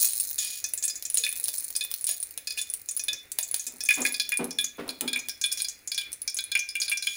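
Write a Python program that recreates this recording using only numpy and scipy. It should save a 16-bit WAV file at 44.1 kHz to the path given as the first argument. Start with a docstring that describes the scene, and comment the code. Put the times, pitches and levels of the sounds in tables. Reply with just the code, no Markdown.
"""Ghee melting in a hot aluminium pressure cooker on a gas stove, close to a phone in a small kitchen.
Water in the fat boils off: steam bubbles pop and ring the pot, drops spit, ticks and a fine fizz surround them.
Pops are torn clicks plus pot modes, most of which sink as the melt spreads; the fizz is random grains and hiss.
Swirled ghee washes softly round the pot. Dull knocks, as noisy rattles and a low sine, come from the worktop.
Behind them lie the short reverberation of the kitchen and the fluttering noise of the gas flame."""
import sys
import numpy as np
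from scipy import signal
from scipy.fft import rfft, irfft
from scipy.io import wavfile
from scipy.ndimage import uniform_filter1d

SR = 44100
rng = np.random.default_rng(int(sys.argv[2]) if len(sys.argv) > 2 else 0)


def unload_audio(sound):
    """Save the sound as a 16-bit wav file, at the path given as the first command line argument."""
    columns = np.transpose(np.atleast_2d(sound))
    # keep every value between -1 and 1, then stretch to whole-number steps
    steps = np.round(np.clip(columns, -1, 1) * 32767)
    wavfile.write(sys.argv[1], SR, steps.astype(np.int16))


N = 315756
TIME = np.arange(N) / SR
# short sounds: length in samples, their frequencies [Hz] and time since onset [s]
TAPS = 4096
HZ = np.fft.rfftfreq(TAPS, 1 / SR)
AGE = np.arange(TAPS) / SR
EDGE_HZ = 15850  # upper band edge of the phone


def amp(db):
    """Decibels to gain."""
    return 10 ** (np.asarray(db) / 20)


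def evened(x):
    """Scales to rms 1."""
    return x / np.sqrt(np.mean(x ** 2) + 1e-20)


def burst(x):
    """Scales a short sound to the energy of 10 ms at rms 1."""
    return x * np.sqrt(SR / 100 / np.sum(x ** 2))


def spectrum(points, hz):
    """Reads a table on a logarithmic frequency axis."""
    f, value = np.transpose(points)
    return np.interp(np.log(hz + 1), np.log(f), value)


def add(mix, s, sound):
    """Mixes a sound in at time s."""
    part = mix[max(round(s * SR), 0):][:len(sound)]
    part += sound[:len(part)]


def click(gain):
    """The causal, minimum-phase click that has this gain at each of HZ."""
    both_sides = np.r_[gain, gain[-2:0:-1]]
    log_gain = np.log(np.maximum(both_sides, 1e-5))
    return np.fft.ifft(np.exp(np.conj(signal.hilbert(log_gain)))).real


def peak(hz, centre_hz, width_hz):
    """Gain of one resonance."""
    return 1 / np.sqrt(1 + ((hz ** 2 - centre_hz ** 2) / (width_hz * (hz + 1))) ** 2)


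def dying(t, t60):
    """Decay by 60 dB in t60 seconds."""
    return np.exp(-np.log(1000) * t / t60)


# big, low bubbles shove the pot fully; above SHOVE_HZ the ring and the snap weaken with every octave
SHOVE_HZ, RING_DB_PER_OCTAVE, SNAP_DB_PER_OCTAVE = 3600, -16.5, -6.5
# a film can snap only so hard: its level at a pop of FILM_DB, and the dB that it gains per dB of pop
FILM_DB, FILM_GROWTH = -29, 0.67
# larger steam bubbles bursting, close to the phone: (time [s], level [dB], bubble pitch [Hz])
BUBBLE_POPS = [(0.024, -25, 6850), (0.052, -24, 7100), (0.3826, -43.5, 3600), (0.3876, -24, 6770),
               (0.6414, -25.5, 6060), (0.7763, -29.5, 7200), (0.8256, -30, 6600), (0.838, -23.5, 8100),
               (0.8799, -25, 6950), (0.8984, -31.5, 4960), (0.956, -32, 7000), (1.0523, -29, 6740),
               (1.1809, -23, 6900), (1.2368, -29, 3930), (1.2642, -33.5, 2300), (1.7524, -33, 5000),
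               (1.809, -32.5, 3830), (2.4723, -31, 4790), (2.5063, -33.5, 4730), (2.5743, -39, 2750),
               (2.5878, -37.5, 3600), (2.8882, -26.5, 6750), (2.9952, -29, 5970), (3.083, -29.5, 3600),
               (3.131, -30.5, 5730), (3.429, -27.5, 7150), (3.5956, -30, 6900), (3.6672, -28.5, 7200),
               (3.806, -31.5, 5360), (3.8587, -32.5, 6300), (3.888, -22.5, 2410), (3.9063, -25.5, 2280),
               (3.9403, -28.5, 7000), (4.018, -26, 6960), (4.051, -26.5, 2140), (4.1426, -30.5, 4600),
               (4.1981, -24, 4460), (4.3197, -28.5, 2230), (4.508, -34.5, 5530), (4.5864, -28, 3560),
               (4.643, -25.5, 6500), (4.8909, -33.5, 4270), (5.0773, -31.5, 3610), (5.131, -30, 3900),
               (5.1591, -32.5, 2330), (5.191, -34, 6400), (5.2945, -32.5, 5260), (5.4138, -28, 6260),
               (5.4392, -26.5, 3610), (5.5163, -30.5, 5260), (5.574, -34, 5550), (5.6026, -34, 4550),
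               (5.646, -31.5, 4680), (5.6853, -29, 6600), (5.875, -31, 6800), (5.9173, -30, 4650),
               (5.946, -32.5, 5700), (5.9781, -30.5, 3670), (5.987, -35.5, 4700), (6.013, -41.5, 3100),
               (6.2771, -26, 5430), (6.3681, -28.5, 6590), (6.3875, -32, 3890), (6.5171, -32, 3830),
               (6.5523, -24.5, 2450), (6.5917, -27.5, 6030), (6.6894, -34, 5100), (6.7537, -31.5, 2700),
               (6.8011, -28, 6750), (6.817, -26, 4740), (6.8805, -34.5, 3960), (6.916, -27.5, 2510),
               (6.9728, -29.5, 5670), (7.0241, -32.5, 4360), (7.07, -28.5, 3210)]


def pops(bubble_db, snap_db, ring_db, dull_hz):
    """The film snaps, the steam pocket rings for a few cycles, and the pot sings on, most after big bubbles."""
    out = np.zeros(N)
    for s, level_db, hz in BUBBLE_POPS:
        smallness = max(np.log2(hz / SHOVE_HZ), 0)  # octaves
        film_db = FILM_DB + FILM_GROWTH * (level_db - FILM_DB) + SNAP_DB_PER_OCTAVE * smallness
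        pot_db = level_db + RING_DB_PER_OCTAVE * smallness

        pocket = click(peak(HZ, hz, width_hz=.11 * hz) * peak(HZ, hz, width_hz=.7 * hz))
        pocket = signal.oaconvolve(pocket, stutter(count=3, spread_s=0.0052))

        # shreds of the film whistle high up
        shred = peak(HZ, rng.uniform(8620, 9800), width_hz=120)
        snap = click(snap_colour() * (1 + 3.4 * shred) / (1 + (HZ / dull_hz) ** 4))
        snap = signal.oaconvolve(snap, stutter(count=3, spread_s=0.024))

        add(out, s, amp(level_db + bubble_db) * burst(walls(pocket, echo_db=6.5, t60=0.085)))
        add(out, s, amp(film_db + snap_db) * burst(walls(snap, echo_db=6.5, t60=0.019)))
        add(out, s, amp(pot_db + ring_db) * pot_ring(s, hz, spill=0.053))
    return out


# colour of a snapping film: (frequency [Hz], relative level [dB per Hz])
SNAP_SPECTRUM = [(330, -34), (520, -12.5), (1000, -20.5), (2200, -12.5), (4000, -5.5), (6000, -4),
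                 (8000, -6), (10000, 6), (11500, -3), (13500, -10.5), (14900, 4), (16000, 2)]


def snap_colour():
    """Gain at each of HZ of the bright crack shared by films, droplets, spits and splutters."""
    return amp(spectrum(SNAP_SPECTRUM, HZ))


def stutter(count, spread_s):
    """A film tears in one full slip, then several at random, the later ones weaker on average."""
    delay, size = rng.random((2, count))
    slips = np.zeros(TAPS)
    places = np.minimum(delay * spread_s * SR, TAPS - 1).astype(int)
    slips[places] = size * (1 - delay / 2) * rng.choice([-1, 1], count)
    slips[0] = 1
    return slips


def walls(x, echo_db, t60):
    """The direct sound, then its scatter between the metal walls of the pot as decaying noise."""
    echoes = rng.standard_normal(TAPS) * dying(AGE, t60) * (1 - np.exp(-AGE / 0.00018))
    echoes *= amp(echo_db) / np.linalg.norm(echoes)
    echoes[0] = 1
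    return signal.oaconvolve(x, echoes)


# how far the melt loads the bottom of the pot: (time [s], share [0-1])
MELT_SPREAD = [(0, 0.11), (3.2, 0.24), (3.9, 0.3), (4.35, 0.69), (4.6, 0.69), (5.5, 0.95), (6.6, 0.98)]
# modes of the pot, before random detuning and the extra early decay:
# (dry frequency [Hz], level [dB], t60 [s], drop under the full melt [Hz], negative = rise)
POT_MODES = [(1757, -2.5, 0.11, 156.5), (2500.6, 1, 0.098, 163), (2531, 1, 0.22, 127), (3501, -3, 0.22, 86),
             (4270, 0, 0.037, 72), (5017, -4, 0.1, -13), (5540, -15.5, 0.27, 87), (6720, -1.5, 0.073, -8),
             (6950, -0.5, 0.054, 13)]


def pot_ring(s, pitch_hz, spill):
    """The pot's modes; those near the bubble's pitch are driven hardest, and the sloshing fat makes them waver."""
    t = np.arange(SR // 4) / SR
    hz, db, t60, drop_hz = np.transpose(POT_MODES)[:, :, None]
    hz = hz - drop_hz * np.interp(s, *np.transpose(MELT_SPREAD))
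    place, phase, detune = rng.standard_normal((3, len(POT_MODES), 1))
    drive = amp(db + 2 * place) * (peak(hz, pitch_hz, width_hz=420) + spill)
    # a random walk in phase, in cycles
    slosh = .003 * np.cumsum(rng.standard_normal((len(POT_MODES), len(t))), axis=1)
    cycles = hz * (1 + 0.00688 * detune) * t + phase + slosh
    modes = drive * dying(t, t60) * np.sin(2 * np.pi * cycles)
    # the fat soaks up the first, wide swings fastest
    ring = modes.sum(0) * (1 - np.exp(-t / 0.0011)) * (.5 + dying(t, t60=0.34))
    return ring / np.sqrt(np.mean(ring[:TAPS // 4] ** 2))


# drops of water that hit bare metal and spit with a hard, wide crack: (time [s], level [dB])
WATER_SPITS = [(1.2493, -27), (1.4832, -24.5), (2.3768, -29), (3.3876, -20.5), (3.5433, -21), (4.066, -27),
               (5.0097, -23.5), (5.286, -29)]


def spits(dull_hz, ring_db):
    """A drop flashes to steam all at once: one full-bodied crack that barely rings the pot."""
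    out = np.zeros(N)
    crack = click(snap_colour() / np.sqrt(1 + (HZ / dull_hz) ** 2))
    for s, level_db in WATER_SPITS:
        torn = signal.oaconvolve(crack, stutter(count=3, spread_s=0.0016))
        add(out, s, amp(level_db) * burst(walls(torn, echo_db=-2.5, t60=0.06)))
        add(out, s, amp(level_db + ring_db) * pot_ring(s, 4400, spill=0.13))
    return out


# the louder droplets bursting at the surface: (time [s], level [dB], pitch [Hz])
DROPLET_TICKS = [(0.1634, -41, 14600), (0.2004, -22.5, 8700), (0.3122, -32, 14800), (0.7365, -24.5, 10700),
                 (0.8527, -24, 9500), (1.0251, -34, 14300), (1.1007, -28, 9870), (1.144, -20, 9350),
                 (1.1539, -29, 9000), (1.1726, -21.5, 8750), (1.2912, -28, 9700), (1.327, -30.5, 15300),
                 (1.363, -34, 15200), (1.374, -34, 15000), (1.3991, -30, 14700), (1.4408, -23.5, 10000),
                 (1.4893, -32, 14900), (1.541, -32.5, 14900), (1.583, -26.5, 10300), (1.6433, -31.5, 9200),
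                 (1.704, -34.5, 15500), (1.7639, -23, 8800), (1.849, -32.5, 14600), (1.9145, -29.5, 15170),
                 (1.9402, -27, 15300), (2.011, -33.5, 10600), (2.0425, -24.5, 8260), (2.0688, -24.5, 9300),
                 (2.0913, -25, 15100), (2.1119, -24.5, 9800), (2.202, -31.5, 9800), (2.2284, -26.5, 9000),
                 (2.238, -54, 14700), (2.309, -39.5, 14700), (2.615, -28, 8500), (2.7005, -29.5, 9640),
                 (2.7379, -26, 8800), (2.9119, -31, 8700), (2.9658, -25.5, 10000), (2.9738, -31.5, 15200),
                 (3.0382, -30, 10400), (3.3182, -30.5, 8150), (3.4006, -40, 10000), (3.4097, -32, 9700),
                 (3.513, -27.5, 10200), (3.563, -30, 8800), (3.8522, -33, 8700), (3.9536, -32.5, 10400),
                 (4.0053, -32.5, 9850), (4.1235, -29.5, 10700), (4.292, -29, 14840), (4.3727, -23.5, 9050),
                 (4.4432, -31, 10700), (4.6113, -29.5, 10000), (4.8797, -42, 10500), (5.4622, -27.5, 9400),
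                 (5.5253, -25.5, 8600), (5.6203, -25, 9260), (6.1194, -41, 15000), (6.1297, -31.5, 8370),
                 (6.2182, -30.5, 10260), (6.3449, -29.5, 9500), (6.44, -32, 10230), (6.897, -27.5, 10600)]


def ticks(gain_db, tone_db, crack_db):
    """Tiny bursts: the smallest droplets crack dry, the larger ones ping and scatter."""
    out = np.zeros(N)
    for s, level_db, hz in DROPLET_TICKS + stray_ticks(count=400, scatter_db=-9):
        size = np.interp(hz, [9500, 14500], [1, 0])  # a low pitch means a large droplet
        ping = amp(tone_db + 12.7 * size) * peak(HZ, hz, width_hz=610)
        tick = click(snap_colour() * (1 + ping) / (1 + (HZ / EDGE_HZ) ** 20))
        # one sharp crack, then the skin of the droplet tears for a few milliseconds
        tear = rng.standard_normal(TAPS) * dying(AGE, t60=.005)
        tear[0] = amp(crack_db)
        tick = signal.oaconvolve(tick, tear)
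        add(out, s, amp(level_db + gain_db) * burst(walls(tick, echo_db=-3.0 + 4.4 * size, t60=0.061)))
    return out


# faint stray ticks: rate and level when the boil is at SIMMER_DB, and the dB each gains per dB of boil
SIMMER_DB, STRAY_PER_S, STRAY_DB, STRAY_CROWDING, STRAY_GROWTH = -39, 12, -36, 1.3, 0.14


def stray_ticks(count, scatter_db):
    """Ticks left to chance, as (s, dB, Hz) rows: the harder the boil, the more and the louder they are."""
    place, luck, size, pitch = rng.random((count, 4)).T
    s = (np.arange(count) + place) / count * N / SR
    over_db = boil_level(s) - SIMMER_DB
    chance = STRAY_PER_S * amp(STRAY_CROWDING * over_db) * N / SR / count
    bursts = luck < chance
    level_db = STRAY_DB + STRAY_GROWTH * over_db + abs(scatter_db) * (1 - 2 * size)
    # mostly two bands of pitch
    hz = np.interp(pitch, [0, .6, .65, 1], [8800, 10400, 14500, 15200])
    return list(np.c_[s, level_db, hz][bursts])


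# wet ghee sliding onto hot metal boils up: (time [s], length [s], level [dB])
BOIL_UPS = [(0, 0.193, -39.5), (0.381, 0.24, -32.5), (.825, 0.046, -36.5), (1.165, 0.11, -39),
            (2.072, 0.079, -32.5), (2.577, 0.064, -33), (3.545, 0.15, -47.5), (3.896, 0.099, -36),
            (4.06, 0.022, -27), (5.571, 0.074, -36), (6.82, 0.047, -35), (7.023, 0.29, -40)]


def splutters(per_s, ring_db):
    """Crowds of small bubbles, random impulses that start at once, die down and keep the pot ringing."""
    out = np.zeros(N)
    colour = click(snap_colour() * peak(HZ, 4200, width_hz=3900))
    for s, length, level_db in BOIL_UPS:
        t = np.arange(0, length, 1 / SR)
        bubbles = rng.standard_normal(N) * (rng.random(N) < per_s / SR)
        bubbles = bubbles[:len(t)] * np.sqrt(1 - t / length)
        gain = amp(level_db) * np.sqrt(100 * length / 2)  # longer crowds carry more energy
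        crackle = walls(signal.oaconvolve(bubbles, colour), echo_db=-22, t60=0.027)
        ring = signal.oaconvolve(bubbles, pot_ring(s, 6490, spill=0.051))
        add(out, s, gain * burst(crackle))
        add(out, s, gain * amp(ring_db) * burst(ring))
    return out


# how hard the finest droplets boil; it flares as the ghee is swirled and fades as the water goes:
# (time [s], level [dB])
BOIL = [(0, -18.5), (0.1, -30.5), (0.56, -45), (0.75, -43), (0.99, -55), (1.17, -45.5), (1.62, -37.5),
        (1.88, -54), (2.12, -39.5), (2.34, -53.5), (3.02, -50), (3.3, -69), (3.42, -46), (3.74, -55),
        (4.08, -41), (4.35, -65), (5.56, -63.5), (7.16, -79)]


def boil_level(s):
    """Level of the boil in dB at time s, which drives the fizz and the stray ticks."""
    return np.interp(s, *np.transpose(BOIL))


# colour of the finest droplets: (frequency [Hz], relative level [dB per Hz])
FIZZ_SPECTRUM = [(300, -52), (1200, -18), (2400, -47), (4000, -6.5), (5800, -11), (6800, -5), (7900, -10),
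                 (9800, -1.5), (12000, -7), (13700, -36), (14900, 5.5), (16000, -9.5)]


def fizz(gain_db, per_s, spread_db, hiss_db, steady_db):
    """Droplets of uneven size and pitch crowd together at a hard boil, over a hiss that never quite stops."""
    boil_db = boil_level(TIME)
    crowd = amp(0.47 * (boil_db - boil_db.mean()))
    # too small to radiate bass
    colour = amp(spectrum(FIZZ_SPECTRUM, HZ)) * HZ ** 2 / (HZ ** 2 + 1100 ** 2)

    sizes = amp(spread_db * np.minimum(rng.exponential(1, N), 3))
    sizes = sizes * (rng.random(N) < crowd * per_s / SR) / np.sqrt(crowd)
    pitches = np.geomspace(6500, 15000, num=16)
    kind = rng.integers(0, len(pitches), N)
    grains = np.zeros(N)
    for k, hz in enumerate(pitches):
        droplet = click(colour * (1 + 2 * peak(HZ, hz, width_hz=1300)))
        grains += signal.oaconvolve(sizes * (kind == k), droplet)[:N]

    hiss = evened(signal.oaconvolve(rng.standard_normal(N), click(colour))[:N])
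    boil = evened(walls(grains, echo_db=-4.0, t60=0.027)[:N]) + amp(hiss_db) * hiss
    return amp(gain_db + boil_db) * boil + amp(steady_db) * hiss


# while the pot is swirled the ghee slides over its bottom: until (s), fading over (s)
SWIRL_END_S, SWIRL_FADE_S = 4.2, 0.65


def swirl(level_db, centre_hz, width_hz, patchy_db):
    """Soft, wandering wash of the ghee sliding round the pot: band noise with smooth random patches."""
    hz, t, z = signal.stft(rng.standard_normal(N), SR, nperseg=2048, noverlap=1536)
    patches = uniform_filter1d(rng.standard_normal(z.shape), size=5, axis=0)  # over frequency
    patches = evened(uniform_filter1d(patches, size=14, axis=1))  # over time
    z = z * peak(hz, centre_hz, width_hz)[:, None] ** 2 * amp(patchy_db * patches)
    wash = evened(signal.istft(z, SR, nperseg=2048, noverlap=1536)[1][:N])
    return amp(level_db) * wash * np.clip((SWIRL_END_S - TIME) / SWIRL_FADE_S, 0, 1)


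# knocks and scuffs on the worktop:
# (time [s], level [dB], length of the rattle [s], brightness [dB per octave])
WORKTOP_KNOCKS = [(3.65, -45, 0.11, 0), (3.967, -25.5, 0.036, 1), (4.391, -22, 0.018, -1.9),
                  (4.781, -27.5, 0.014, 0.5), (4.852, -35, 0.033, 0.5), (5.006, -27.5, 0.043, -2),
                  (5.138, -43, 0.032, 1.5)]
# colour of the worktop: (frequency [Hz], relative level [dB per Hz])
WORKTOP_SPECTRUM = [(60, -55), (125, -17), (165, -8), (205, -11.5), (250, 10), (305, -4.5), (380, -4),
                    (500, -7.5), (720, -11.5), (900, -9), (1100, -16), (1330, -13), (1600, -19),
                    (2300, -19.5), (4000, -28.5), (9000, -49)]


def knocks(boom_db, boom_hz, boom_t60):
    """Dull blows, each a quick rattle of contacts; the worktop booms on at one low note."""
    out = np.zeros(N)
    t = np.arange(SR // 2) / SR
    for s, level_db, length, tilt_db in WORKTOP_KNOCKS:
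        # rough noise with about 500 harder contacts a second
        contacts = rng.standard_normal(len(t)) * (0.56 + (rng.random(len(t)) < 500 / SR) * 4)
        rattle = contacts * (1 - np.exp(-3 * t / length)) * dying(np.maximum(t - length, 0), t60=0.2)
        body = click(amp(spectrum(WORKTOP_SPECTRUM, HZ) + tilt_db * np.log2((HZ + 1) / 400)))
        boom = np.sin(2 * np.pi * boom_hz * t) * dying(t, boom_t60)
        add(out, s, amp(level_db) * burst(signal.fftconvolve(rattle, body)))
        add(out, s, amp(level_db + boom_db) * burst(signal.fftconvolve(rattle, boom)))
    return out


# kitchen reverberation: (frequency [Hz], t60 [s])
KITCHEN_DECAY = [(250, 0.56), (1000, 0.4), (4000, 0.37), (9000, 0.19), (16000, 0.27)]


def kitchen(x):
    """Diffuse tail of a small tiled room: noise that swells briefly, its treble dying sooner than its bass."""
    hz, t, z = signal.stft(rng.standard_normal(SR // 2), SR, nperseg=256)
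    tail = signal.istft(z * dying(t, spectrum(KITCHEN_DECAY, hz)[:, None]), SR)[1]
    tail *= 1 - np.exp(-np.arange(len(tail)) / SR / 0.0087)
    return signal.fftconvolve(x, tail / np.linalg.norm(tail))[:N]


# colour of the steady background: (frequency [Hz], relative level [dB per Hz])
FLAME_SPECTRUM = [(20, -2.5), (50, 0.5), (100, 1.5), (150, -9.5), (300, -3), (550, -6.5), (1000, -13.5),
                  (2400, 1), (6000, -68), (16000, -67)]


def burner(level_db, flutter_db):
    """Soft rush of the gas flame: coloured noise whose level flutters at random below 10 Hz."""
    hz = np.fft.rfftfreq(N, 1 / SR)
    rush = evened(irfft(rfft(rng.standard_normal(N)) * amp(spectrum(FLAME_SPECTRUM, hz)), N))
    flutter = evened(irfft(rfft(rng.standard_normal(N)) * (hz < 10), N))
    return amp(level_db + flutter_db * flutter) * rush


def scene():
    """The pot, near the phone, is mostly dry; the knocks carry more of the room."""
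    frying = pops(bubble_db=-0.6, snap_db=-0.5, ring_db=2.9, dull_hz=16500)
    frying += spits(dull_hz=11200, ring_db=-21.5)
    frying += ticks(gain_db=0.48, tone_db=6.5, crack_db=12)
    frying += splutters(per_s=1800, ring_db=-5.5)
    frying += fizz(gain_db=0.5, per_s=520, spread_db=16.0, hiss_db=-13.5, steady_db=-61.0)
    wash = swirl(level_db=-73, centre_hz=500, width_hz=220, patchy_db=14.0)
    thuds = knocks(boom_db=-9.0, boom_hz=249, boom_t60=0.33)
    room = kitchen(amp(-11.5) * frying + amp(-9.5) * thuds)
    flame = burner(level_db=-61.0, flutter_db=2.0)
    return (frying + wash + thuds + room + flame)[None]


def record(dry):
    """The phone's microphone passes only what lies below its band edge."""
    low_pass = signal.firwin(255, EDGE_HZ, window=("kaiser", 8), fs=SR)
    return signal.oaconvolve(dry, low_pass[None], "same")


dry = scene()
out = record(dry)
unload_audio(out)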